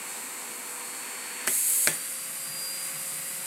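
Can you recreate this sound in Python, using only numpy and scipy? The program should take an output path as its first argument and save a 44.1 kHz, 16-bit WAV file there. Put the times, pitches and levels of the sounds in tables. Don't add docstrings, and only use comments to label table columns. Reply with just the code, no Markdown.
import sys
import numpy as np
from scipy import signal
from scipy.fft import rfft, irfft
from scipy.io import wavfile
from scipy.ndimage import uniform_filter1d

SR = 44100
rng = np.random.default_rng(int(sys.argv[2]) if len(sys.argv) > 2 else 0)


def transcribe(signal):
    frames = np.atleast_2d(signal).T
    limited = np.clip(frames, -1, 1)
    pcm = np.round(limited * 32767).astype(np.int16)
    wavfile.write(sys.argv[1], SR, pcm)


N = 152586
T = np.arange(N) / SR


def undb(db):
    return 10 ** (np.asarray(db) / 20)


def unit(x):
    return x / np.sqrt(np.mean(x ** 2) + 1e-20)


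def curve(rows):
    return np.interp(T, *np.array(rows, float).T)


def step(at_s, length_s):
    return .5 + .5 * np.tanh((T - at_s) / length_s)


def walk(rate_hz):
    hold = int(SR / rate_hz)
    stairs = np.repeat(rng.standard_normal(400), hold)[:N]
    return unit(uniform_filter1d(uniform_filter1d(stairs, hold), hold))


def noise():
    return rng.standard_normal(N)


def colour(x, points):
    hz, db = np.array(points, float).T
    bins_hz = np.maximum(np.fft.rfftfreq(N, 1 / SR), 1)
    gain = undb(np.interp(np.log(bins_hz), np.log(hz), db))
    cepstrum = irfft(np.log(gain), N)
    cepstrum[1:N // 2] *= 2
    cepstrum[N // 2 + 1:] = 0
    return irfft(rfft(x) * np.exp(rfft(cepstrum)), N)


def band(x, hz, width_hz):
    b, a = signal.iirpeak(hz, hz / width_hz, SR)
    return unit(signal.lfilter(b, a, signal.lfilter(b, a, x)))


def tail(t60_s):
    response = noise() * undb(-60 * T / t60_s)
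    return response / np.sqrt(np.sum(response ** 2))


def room(x):
    low_cut = signal.butter(2, 880, "high", fs=SR, output="sos")
    walls = signal.sosfilt(low_cut, tail(t60_s=0.33))
    return x + undb(-5.5) * signal.fftconvolve(x, walls)[:N]


def air(points):
    flicker_db, swell_db = 0.5, 0.34
    spectrum = rfft(noise())
    zone = np.digitize(np.fft.rfftfreq(N, 1 / SR), [300, 700, 1500, 3000, 6500, 9500])
    flow = sum(irfft(spectrum * (zone == k), N) * undb(flicker_db * walk(24.45))
               for k in np.unique(zone))
    return unit(colour(room(flow), points)) * undb(swell_db * walk(4.88))


def suction():
    # frequency in Hz, relative density in dB.
    open_spectrum = [(60, -37), (140, -20.5), (180, -12), (240, -3.5), (320, -8), (400, -4.5), (460, -10),
                     (660, -9), (780, -4.5), (930, -5), (1420, -6.5), (2300, -4.5), (3300, -14),
                     (4200, -11.5), (5500, -16), (6400, -12.5), (7600, -3.5), (8600, -2), (9700, -8.5),
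                     (11000, -7.5), (13100, -13), (14000, -20), (15500, -25)]
    sealed_spectrum = [(60, -35), (110, -23), (160, -10.5), (270, -8.5), (360, -13.5), (470, -13),
                       (680, -14), (1000, -12), (1120, -9.5), (1450, -9), (1800, -6.5), (2350, -6),
                       (3500, -15), (4300, -10.5), (5300, -14.5), (6400, -13.5), (7900, -1), (9000, -2),
                       (11700, -5), (13700, -9), (15500, -23.5)]
    touch_s, seal_s = 1.49, 1.885
    uncovered = 1 - step(touch_s, 0.0086)
    approach = np.exp(np.minimum(T - touch_s, 0) / 0.47)
    mids = undb(-42) * approach * band(noise(), hz=2100, width_hz=1500)
    roar = undb(-37) * air(open_spectrum) + mids
    rush = undb(-35) * air(sealed_spectrum)
    return uncovered * roar + step(seal_s, 0.022) * rush


def motor():
    # time in seconds, shaft rate in Hz.
    speed = [(0, 491.2), (1.5, 492.4), (1.57, 494.8), (1.7, 502.5), (1.82, 510), (1.9, 512), (2.0, 518.6),
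             (2.24, 527.2), (2.41, 530.7), (2.62, 532.8), (2.9, 534.5), (3.46, 536.6)]
    # time in seconds, level in dB.
    shaft_tone = [(0, -59.5), (.8, -55.5), (1.45, -56), (1.58, -71), (1.72, -55.5), (1.85, -59),
                  (2.03, -59.5), (2.15, -59), (2.6, -56.5), (3.46, -56.5)]
    whine = [(0, -57), (.75, -57), (1.0, -51), (1.45, -50), (1.56, -53), (1.85, -50), (2.02, -49),
             (2.1, -56), (2.23, -49), (2.33, -58), (2.45, -48), (2.56, -42), (2.7, -38.5), (2.8, -43),
             (2.92, -51), (3.46, -53)]
    octave = [(0, -61), (.55, -59), (.72, -49), (1.4, -57), (1.88, -57), (1.945, -32), (1.99, -48),
              (2.5, -56), (3.0, -56.5), (3.46, -47)]
    # multiple of the shaft rate, level in dB.
    overtones = [(2, -65.5), (3, -85), (4, -83)]
    blades, wow, flutter_db = 9, 0.0003, 0.5
    phase = 2 * np.pi * np.cumsum(curve(speed) * (1 + wow * walk(30.15))) / SR
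    tones = [(1, curve(shaft_tone)), (blades, curve(whine)), (2 * blades, curve(octave))] + overtones
    return np.sqrt(2) * sum(undb(db + flutter_db * walk(22.37)) * np.sin(k * phase) for k, db in tones)


def room_tone():
    # frequency in Hz, relative density in dB.
    spectrum = [(30, -3), (60, -13), (100, 10), (200, 13.5), (1000, -4), (15000, -40)]
    mains = undb(-80.5) * np.sin(2 * np.pi * 96.4 * T)
    return undb(-71) * unit(colour(noise(), spectrum)) + mains


def leak():
    # time in seconds, level in dB.
    envelope = [(1.462, -64), (1.472, -26), (1.5, -28.5), (1.54, -25.5), (1.63, -25), (1.76, -24),
                (1.86, -24.5), (1.895, -29.5), (1.915, -40), (1.99, -52), (2.1, -72)]
    # frequency in Hz, relative density in dB.
    spectrum = [(100, -55), (250, -17), (450, -23.5), (750, -22.5), (1800, -16.5), (2300, -13),
                (3600, -19.5), (4400, -14), (6000, -19.5), (6500, -8), (8400, 1), (9700, -2), (11300, -1.5),
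                (13000, -5), (13600, -12), (15500, -18)]
    # frequency in Hz, resonator width in Hz, level in dB relative to the hiss.
    edge_tones = [(8450, 120, -17), (11020, 170, -14), (12700, 300, -22)]
    whistle = sum(undb(db) * band(noise(), hz, width) for hz, width, db in edge_tones)
    fast_flow = step(1.32, 0.027) - step(1.81, 0.03)
    return undb(curve(envelope)) * (air(spectrum) + whistle * fast_flow)


def knocks():
    # start in seconds, relative level in dB, extra drive to the modes in dB.
    impacts = [(1.4755, -0.5, -3), (1.4803, -3.5, 1), (1.483, -22, -16), (1.8733, 4.5, -6),
               (1.8745, -7, 10.5), (1.8802, -4, -2), (1.887, -10, -18)]
    # frequency in Hz, gain in dB.
    contact_spectrum = [(30, -50), (80, -31), (150, -11), (500, -0.5), (1000, -7.5), (2000, 4.5),
                        (2900, -2), (4200, -8), (7000, -8), (8500, 4.5), (11000, -27), (15500, -26)]
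    echo_spectrum = [(30, -49), (80, -36), (140, -12), (280, -1), (600, -4), (950, -8.5), (1900, 0),
                     (3000, -5.5), (5000, -14), (8000, 1), (15500, -21)]
    # frequency in Hz, gain in dB, time to fall 60 dB in seconds.
    modes = [(149.3, -46.5, 0.31), (256, -37, .12), (367, -35, 0.15), (570, -44, 0.16), (780, -56, 0.088),
             (1450, -59, 0.038), (1960, -26, 0.039)]
    crack_s = 0.00078
    blows, thumps, cracks = np.zeros((3, N))
    for at, db, thump_db in impacts:
        blows[int(at * SR)] += undb(db)
        thumps[int(at * SR)] += undb(db + thump_db)
        cracks += undb(db) * (T >= at) * np.exp(-abs(T - at) / crack_s)
    bursts = np.sign(noise()) * cracks / np.sqrt(crack_s * SR / 2)
    contact = colour(bursts, contact_spectrum)
    reflections = colour(tail(t60_s=0.3), echo_spectrum)
    echo = undb(-2.5) * signal.fftconvolve(blows, reflections)[:N]
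    ring = sum(undb(db - 60 * T / t60) * np.cos(2 * np.pi * hz * T) for hz, db, t60 in modes)
    return undb(8.5) * (contact + echo) + signal.fftconvolve(thumps, ring)[:N]


def bag_rumble():
    # time in seconds, level in dB.
    envelope = [(1.86, -74), (1.885, -46), (1.94, -44), (2.0, -77), (2.4, -62), (2.52, -54), (2.62, -65),
                (2.8, -64), (2.97, -51), (3.04, -63.5), (3.14, -53), (3.3, -55), (3.46, -62.5)]
    return undb(curve(envelope)) * band(noise(), hz=160.6, width_hz=35)


def bag_crinkles():
    # centre in seconds, level in dB, standard deviation in seconds.
    flurries = [(2.108, -41, 0.036), (2.214, -54, 0.013), (2.61, -50, .03), (2.867, -38.5, .03),
                (3.11, -40.5, 0.051)]
    ticks_per_s = 1700
    impulses = noise() * (rng.random(N) < ticks_per_s / SR)
    envelope = sum(undb(db) * np.exp(-.5 * ((T - at) / spread) ** 2) for at, db, spread in flurries)
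    return envelope * band(impulses, hz=9200, width_hz=3000)


def choked_hum():
    # time in seconds, fundamental in Hz.
    pitch = [(2.0, 158.5), (2.3, 167), (2.6, 176.5), (2.8, 183.5), (3.46, 184)]
    # multiple of the fundamental, level in dB.
    harmonics = [(2, -67.5), (4, -64.5), (5, -65)]
    onset_s, wow, flutter_db = 2.25, 0.00297, 2.4
    phase = 2 * np.pi * np.cumsum(curve(pitch) * (1 + wow * walk(20))) / SR
    hum = sum(undb(db + flutter_db * walk(6.06)) * np.sin(k * phase) for k, db in harmonics)
    return np.sqrt(2) * step(onset_s, 0.037) * hum


def scene():
    machine = motor() + choked_hum() + suction()
    mix = machine + leak() + knocks() + bag_rumble() + bag_crinkles() + room_tone()
    return np.array([mix, mix])


def record(dry):
    top_hz = 15750
    return signal.sosfilt(signal.ellip(10, .2, 80, top_hz, fs=SR, output="sos"), dry)


dry = scene()
out = record(dry)
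transcribe(out)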